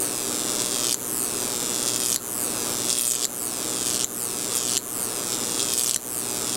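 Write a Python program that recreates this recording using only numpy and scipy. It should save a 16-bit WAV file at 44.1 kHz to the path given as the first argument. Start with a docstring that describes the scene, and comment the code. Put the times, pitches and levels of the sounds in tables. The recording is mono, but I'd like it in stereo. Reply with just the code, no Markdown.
"""A small workshop, where a mains-fed arc climbs again and again between two diverging rods.
It re-ignites on every half cycle, heating the air in a tiny thunderclap; the echoes off the bench slide
as it rises, so the buzz sweeps. Near the top it flares, tears off and snaps back to the narrow gap.
The transformer hums and air rushes underneath; a gain control ducks everything after loud treble peaks."""
import sys
import numpy as np
from scipy import signal
from scipy.fft import rfft, irfft, next_fast_len
from scipy.io import wavfile
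from scipy.ndimage import uniform_filter1d

SR = 44100
rng = np.random.default_rng(int(sys.argv[2]) if len(sys.argv) > 2 else 0)


def master_out(mix):
    """Clip the mix to full scale and print it as 16-bit PCM to the path in sys.argv[1]."""
    frames = np.transpose(np.atleast_2d(mix))
    ceiling = np.clip(frames, -1, 1)
    pcm = np.round(ceiling * 32767).astype(np.int16)
    wavfile.write(sys.argv[1], SR, pcm)


N = 289296
STRIKE_HZ, FIRST_STRIKE_S = 119.988, .00409  # two strikes per mains cycle
SOUND_CM_S = 34300
PULSE_SAMPLES = 512
TIME = np.arange(N) / SR
AGE = np.arange(PULSE_SAMPLES) / SR
BIN_HZ = np.arange(PULSE_SAMPLES // 2 + 1) * SR / PULSE_SAMPLES

# Climbs from the narrow gap: start t/s, snap level/dB, rising speed/(cm/s), recording level/dB
# (buzz and air are turned down together, a little, after some snaps)
CLIMBS = [(-.3, -10, 52.2, -0.5), (0.9439, -14, 60, 0), (2.1611, -10, 64, 0), (3.253, -12.5, 83.7, -1.5),
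          (4.0443, -10.5, 83.3, -0.8), (4.777, -10.5, 69, -1.05), (5.9615, -8, 79, -0.5)]


def buzz(sputter_s=.0007, sputter_edge_hz=3200):
    """Thermal expansion: each re-ignition radiates a pressure pulse, more ragged from a longer arc."""
    # Spectrum of one strike: f/Hz, level/dB
    strike_spectrum = [(150, -16), (700, -13.5), (1900, -19), (2600, -11), (3400, -8.5), (4300, -9.5),
                       (5500, -4.5), (6500, -4.5), (7700, 1), (9000, .5), (9900, -3.5), (11500, -7.5),
                       (13000, -10.5), (16000, -18.5)]
    # A short arc cracks higher than a long one: f/Hz, level change/(dB per dB of brightness)
    brightness_tilt = [(1800, 0.35), (2800, -.5), (4000, -0.74), (6300, -0.3), (9000, 0.33), (13000, 0.7)]
    # Single loud cracks of an overstretched arc: t/s, level/dB
    cracks = [(.929, -13), (1.963, -21), (2.129, -16), (2.146, -18), (2.988, -14.5), (3.079, -11.5),
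              (3.121, -14), (3.154, -17.5), (5.738, -18), (5.796, -16), (5.896, -14.5), (5.913, -13),
              (5.946, -10)]
    count = int((N / SR - FIRST_STRIKE_S) * STRIKE_HZ) + 1
    times = FIRST_STRIKE_S + np.arange(count) / STRIKE_HZ
    height, gain_db = climb(times)
    height_db, height_bright = arc_timbre(height)
    flare_db, flare_bright = flaring(times)
    flicker_db = (.06 + .0272 * height + .12 * flare_db) * rng.standard_normal(count)
    level_db = height_db + gain_db + flare_db + flicker_db
    ragged_db = -17 + .22 * height + .77 * flare_db
    for crack_s, crack_db in cracks:
        k = np.argmin(abs(times - crack_s))
        level_db[k], ragged_db[k] = crack_db, 2
    wander_cm = (.1 + .024 * height) * rng.standard_normal(count)
    polarity_cm = .66 * (-1) ** np.arange(count)  # the loud spot changes rod with the polarity
    arrivals = times - (height + wander_cm + polarity_cm) / SOUND_CM_S  # higher is heard sooner
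    tilt_db = (height_bright + flare_bright)[:, None] * at_hz(brightness_tilt, BIN_HZ)
    pulse = minimum_phase(at_hz(strike_spectrum, BIN_HZ) + tilt_db)
    high_pass = (BIN_HZ / (BIN_HZ - 1j * sputter_edge_hz)) ** 2
    channel = 1 + from_db(ragged_db)[:, None] * sputter(sputter_s, count) * high_pass
    return pulse_train(pulse * channel * bench_echoes(height), arrivals, level_db)


def snaps(spark_s=.0011, spark_db=-2):
    """Dielectric breakdown: the full voltage jumps the narrow gap with a sharp front and a short spark."""
    # Spectrum of one snap: f/Hz, level/dB
    snap_spectrum = [(150, 1), (1100, -4), (3000, -4.5), (5000, -1), (7300, 7), (10500, -1), (13000, -5),
                     (16000, -27)]
    times, level_db = np.transpose([row[:2] for row in CLIMBS if row[0] > 0])
    front = minimum_phase(at_hz(snap_spectrum, BIN_HZ))
    spark = 1 + from_db(spark_db) * sputter(spark_s, len(times))
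    return pulse_train(front * spark * bench_echoes(np.zeros(len(times))), times, level_db)


def climb(t):
    """Buoyancy: hot air lifts the arc, except where it lingers. Gives height/cm, recording level/dB."""
    # The arc lingers on the rods: middle t/s, half duration/s, fraction of speed lost
    stalls = [(.568, 0.14, 0.8), (1.788, .24, .74), (2.938, 0.192, .56), (5.527, 0.29, 0.57)]
    start, _, speed, gain_db = np.transpose(CLIMBS)
    k = np.maximum(np.searchsorted(start, t) - 1, 0)
    lost_s = sum(share * half * (np.tanh((t - middle) / half) - np.tanh((start[k] - middle) / half))
                 for middle, half, share in stalls)
    return np.maximum(speed[k] * (t - start[k] - lost_s), 0), gain_db[k]


def arc_timbre(height):
    """Source size: the arc lengthens as it rises, which changes its level and dulls its crack."""
    # The arc along the rods: height/cm, level/dB, brightness/dB
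    arc_profile = [(0, -36, 15), (4, -29, 9), (12.1, -26.5, 11), (17.2, -24.5, 7), (20, -29, 1),
                   (35, -28.5, -1.5), (43.6, -27, -4.5), (51.5, -24.5, -4), (62, -25, -7)]
    cm, level_db, bright_db = np.transpose(arc_profile)
    return np.interp(height, cm, level_db), np.interp(height, cm, bright_db)


def flaring(t):
    """Amplitude modulation: the arc bows out and roars in flares that swell, hold and die."""
    # Flares: middle t/s, half duration/s, added level/dB, added brightness/dB
    flares = [(0.5, .015, 3, 0), (.61, 0.019, 2.5, -2), (0.886, 0.056, 1.5, -2.5), (1.883, 0.023, 3, -1),
              (2, 0.032, 1, 3.5), (2.096, 0.045, 2.5, 4), (2.918, 0.031, 7, -2), (3.053, 0.084, 10, 6),
              (3.236, .02, 5, -3.5), (3.91, 0.036, 1.5, 2), (4.567, 0.021, 6, 7), (4.782, 0.016, 6.5, -5),
              (5.338, 0.022, 3.5, -3), (5.611, 0.021, 5, -4), (5.826, 0.08, 6, 3.5)]
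    middle, half, level_db, bright_db = np.transpose(flares)
    envelope = np.exp(-((t[:, None] - middle) / half) ** 4)
    return envelope @ level_db, envelope @ bright_db


def sputter(length_s, count):
    """Path differences along a crooked channel spread its sound in time: unit-energy burst spectra."""
    bursts = rng.standard_normal((count, PULSE_SAMPLES)) * np.exp(-(AGE / length_s) ** 2)
    return rfft(bursts / np.sqrt(np.sum(bursts ** 2, axis=1, keepdims=True)))


def minimum_phase(level_db):
    """Causality: a spectrum with these levels, phased so that nothing sounds before the strike."""
    cepstrum = irfft(np.log(from_db(level_db)))
    fold = 1 + np.sign(PULSE_SAMPLES / 2 - np.arange(PULSE_SAMPLES)) * (AGE > 0)
    return np.exp(rfft(cepstrum * fold))


def pulse_train(spectra, times, level_db):
    """Superposition of stereo pulses; each level is the rms over one half cycle."""
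    start = np.floor(times * SR).astype(int)
    waves = irfft(spectra * np.exp(-2j * np.pi * BIN_HZ * (times - start / SR)[:, None]))
    energy = np.sum(waves.mean(axis=0) ** 2, axis=1)
    waves = waves * (from_db(level_db) * np.sqrt(SR / STRIKE_HZ / energy))[:, None]
    samples = np.maximum(start[:, None] + np.arange(PULSE_SAMPLES), 0).ravel()
    return np.array([np.bincount(samples, side.ravel(), N)[:N] for side in waves])


def bench_echoes(height, side_lag_s=2.2e-6):
    """Comb filtering: direct sound interferes with echoes whose delays grow as the arc rises."""
    # Nearby surfaces: delay at the gap/ms, path growth/(cm/cm), signed strength,
    # fading height/cm, lower edge f/Hz
    reflectors = [(.272, .745, 1.05, 18.5, 3800), (.163, 0.22, .3, 18, 8760),
                  (.367, 0.716, -0.19, 26, 2200), (.438, 0.291, 0.23, 120, 600),
                  (.583, 0.73, 0.33, 31.5, 600), (.761, 0.29, .14, 120, 600), (.968, 0.924, 0.29, 63, 600),
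                  (.996, 0.28, -0.036, 120, 600), (2.394, 1.231, -0.24, 76, 600)]
    paths = np.ones((2, len(height), len(BIN_HZ)), complex)
    for k, (gap_ms, slide, strength, reach_cm, edge_hz) in enumerate(reflectors):
        delay = detour_s(gap_ms, slide, height)
        lag = (-1) ** k * side_lag_s * np.array([1, -1])
        gain = strength / np.sqrt(1 + (height / reach_cm) ** 8)
        treble = BIN_HZ ** 2 / np.hypot(BIN_HZ ** 2, edge_hz ** 2)  # small surfaces mirror short waves
        echo = gain[:, None] * treble * np.exp(-2j * np.pi * BIN_HZ * delay[:, None])
        paths += echo * np.exp(-2j * np.pi * BIN_HZ * lag[:, None, None])
    return paths + clutter(height)


def clutter(height, level_db=-12, spread_ms=1.5, edge_hz=3000, width=.62, count=20):
    """Scattering: small things near the bench return weak treble echoes that slide with the arc."""
    paths = 0
    for late, slide, sign, pan in rng.random((count, 4)):
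        gap_ms = .8 - spread_ms * np.log(1 - .95 * late)
        delay = detour_s(gap_ms, .4 + .9 * slide, height)
        gains = np.sign(sign - .5) * (1 + width * np.sign(pan - .5) * np.array([1, -1]))
        paths = paths + gains[:, None, None] * np.exp(-2j * np.pi * BIN_HZ * delay[:, None])
    return from_db(level_db) / np.sqrt(count) * paths * BIN_HZ / (BIN_HZ - 1j * edge_hz)


def detour_s(gap_ms, slide, height):
    """Path difference: an echo's delay is nearly constant for a low arc, then grows with height."""
    return np.hypot(gap_ms / 1000, slide * height / SOUND_CM_S)


def reverberation(x, t60_s=.088, onset_s=.004):
    """Diffuse reflection: the sound of a crowded room decays quickly and exponentially."""
    t = TIME[:SR // 3]
    tail = unit_rms(stereo_noise(len(t), side_db=-3) * from_db(-60 * t / t60_s) * (t > onset_s))
    wet = signal.fftconvolve(x, from_db(-14) * tail / np.sqrt(len(t)), axes=1)[:, :N]
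    return coloured(wet, [(1000, 10.5), (2500, -12), (4000, 8.0), (8000, 0.5), (15000, -3.0)])


def transformer_hum(load_db=5, load_cm=18):
    """Forced vibration: the core hums at harmonics of the strike rate, hardest under a short arc."""
    # Core harmonics: multiple of the strike rate, level before loading/dB
    harmonics = [(1, -50), (2, -51.5), (3, -56.5), (4, -53), (5, -55), (6, -54), (7, -54), (8, -69)]
    height, _ = climb(TIME)
    tones = 0
    for multiple, level_db in harmonics:
        amplitude = from_db(level_db + drift(7))
        tones += amplitude * np.sin(2 * np.pi * (round(multiple) * STRIKE_HZ * TIME + rng.random()))
    return from_db(load_db * np.exp(-height / load_cm)) * tones


def air_rush(level_db=-33.5, waver_db=1.03, fan_db=-.5):
    """Flow noise: broadband air, turned down with the buzz after some snaps, and a fan's wavering tones."""
    # Spectrum of the rushing air: f/Hz, relative level/dB
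    air_spectrum = [(20, -19), (70, -22), (130, -7.5), (160, -12.5), (230, -2.5), (310, -2.5), (430, -3),
                    (580, -8), (850, -12), (1250, -9), (1900, -19), (4000, -21), (9000, -22),
                    (16000, -27.5)]
    # Tones of the fan: f/Hz, relative level/dB
    fan_tones = [(42.4, -61), (50, -60), (99.8, -53), (183.5, -49), (220.7, -58), (305, -42.5), (396, -43)]
    _, gain_db = climb(TIME)
    air = unit_rms(coloured(stereo_noise(N, side_db=-15), air_spectrum))
    fan = sum(from_db(db) * np.sin(2 * np.pi * hz * TIME + .9 * drift(7)) for hz, db in fan_tones)
    air_db = level_db + .84 * gain_db + waver_db * drift(12)
    return from_db(air_db) * air + from_db(fan_db) * fan


def rumble(level_db=-61):
    """Low-pass noise: a faint rumble, uncorrelated between the two sides."""
    spectrum = [(10, -14), (30, -6), (60, -6), (140, 1), (400, -31), (2000, -60)]  # f/Hz, level/dB
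    return from_db(level_db) * unit_rms(coloured(rng.standard_normal((2, N)), spectrum))


def gain_control(x, threshold_db=-20.5, sense_hz=8000, release_s=.14, slope=.84):
    """Compression: treble above a threshold turns the gain down at once; it creeps back afterwards."""
    treble = signal.sosfilt(signal.butter(2, sense_hz, "high", fs=SR, output="sos"), x.mean(axis=0))
    level_db = 10 * np.log10(np.abs(uniform_filter1d(treble ** 2, size=132)) + 1e-12)
    over_db = np.maximum(level_db - threshold_db, 1e-6)
    decay = TIME / release_s
    held_db = np.exp(np.maximum.accumulate(np.log(over_db) + decay) - decay)
    return x * from_db(-slope * uniform_filter1d(held_db, size=44))


def from_db(db):
    """Amplitude ratio of a level."""
    return 10 ** (np.asarray(db) / 20)


def unit_rms(x):
    """Normalisation to unit power."""
    return x / np.sqrt(np.mean(x ** 2) + 1e-20)


def at_hz(points, hz):
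    """Interpolation of a spectrum on a log-frequency axis."""
    f, value = np.transpose(points)
    return np.interp(np.log(np.maximum(hz, 1)), np.log(f), value)


def coloured(x, points):
    """Zero-phase filtering by points of f/Hz, level/dB."""
    size = next_fast_len(x.shape[-1])
    gain = from_db(at_hz(points, np.fft.rfftfreq(size, 1 / SR)))
    return irfft(rfft(x, size) * gain, size)[..., :x.shape[-1]]


def drift(rate_hz):
    """Slow random modulation: straight lines between Gaussian values."""
    knots = rng.standard_normal(2048)
    return np.interp(TIME * rate_hz, np.arange(len(knots)), knots)


def stereo_noise(length, side_db):
    """Partial coherence: noise common to both sides plus a weaker part in antiphase."""
    mid, side = rng.standard_normal((2, length))
    return mid + from_db(side_db) * side * [[1], [-1]]


def scene(arc_gain_db=1.12):
    """Superposition of the arc and its reverberation over air, hum and rumble."""
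    arc = from_db(arc_gain_db) * (buzz() + snaps())
    floor = rumble()
    return arc + reverberation(arc) + air_rush() + transformer_hum() + floor


def record(dry, cutoff_hz=16000):
    """Transduction: two ports differ in level and phase; ducking, saturation and a low-pass follow."""
    # Left port minus right: f/Hz, level/dB
    port_balance = [(30, -2.5), (60, -15), (110, 2), (200, 1.5), (380, 3.0), (700, 3), (1290, -0.5),
                    (2380, 0), (4400, -1), (8120, -0.5), (15000, 2)]
    # Lead of the left port: f/Hz, phase/rad
    port_lead = [(0, 1), (260, 0.29), (1290, -0.67), (1980, 0.33), (5000, 0.55), (6120, 0.13), (8100, 0.66),
                 (9910, 0.77), (11400, 0.41), (16500, -0.17)]
    size = next_fast_len(N)
    hz = np.fft.rfftfreq(size, 1 / SR)
    half = np.array([[1], [-1]]) / 2
    lead = np.interp(hz, *np.transpose(port_lead))
    ports = from_db(half * at_hz(port_balance, hz)) * np.exp(1j * half * lead)
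    ducked = gain_control(irfft(rfft(dry, size) * ports, size)[:, :N])
    low_pass = signal.firwin(255, cutoff_hz, fs=SR)
    return signal.fftconvolve(np.tanh(ducked), low_pass[None], "same", axes=1)


dry = scene()
out = record(dry)
master_out(out)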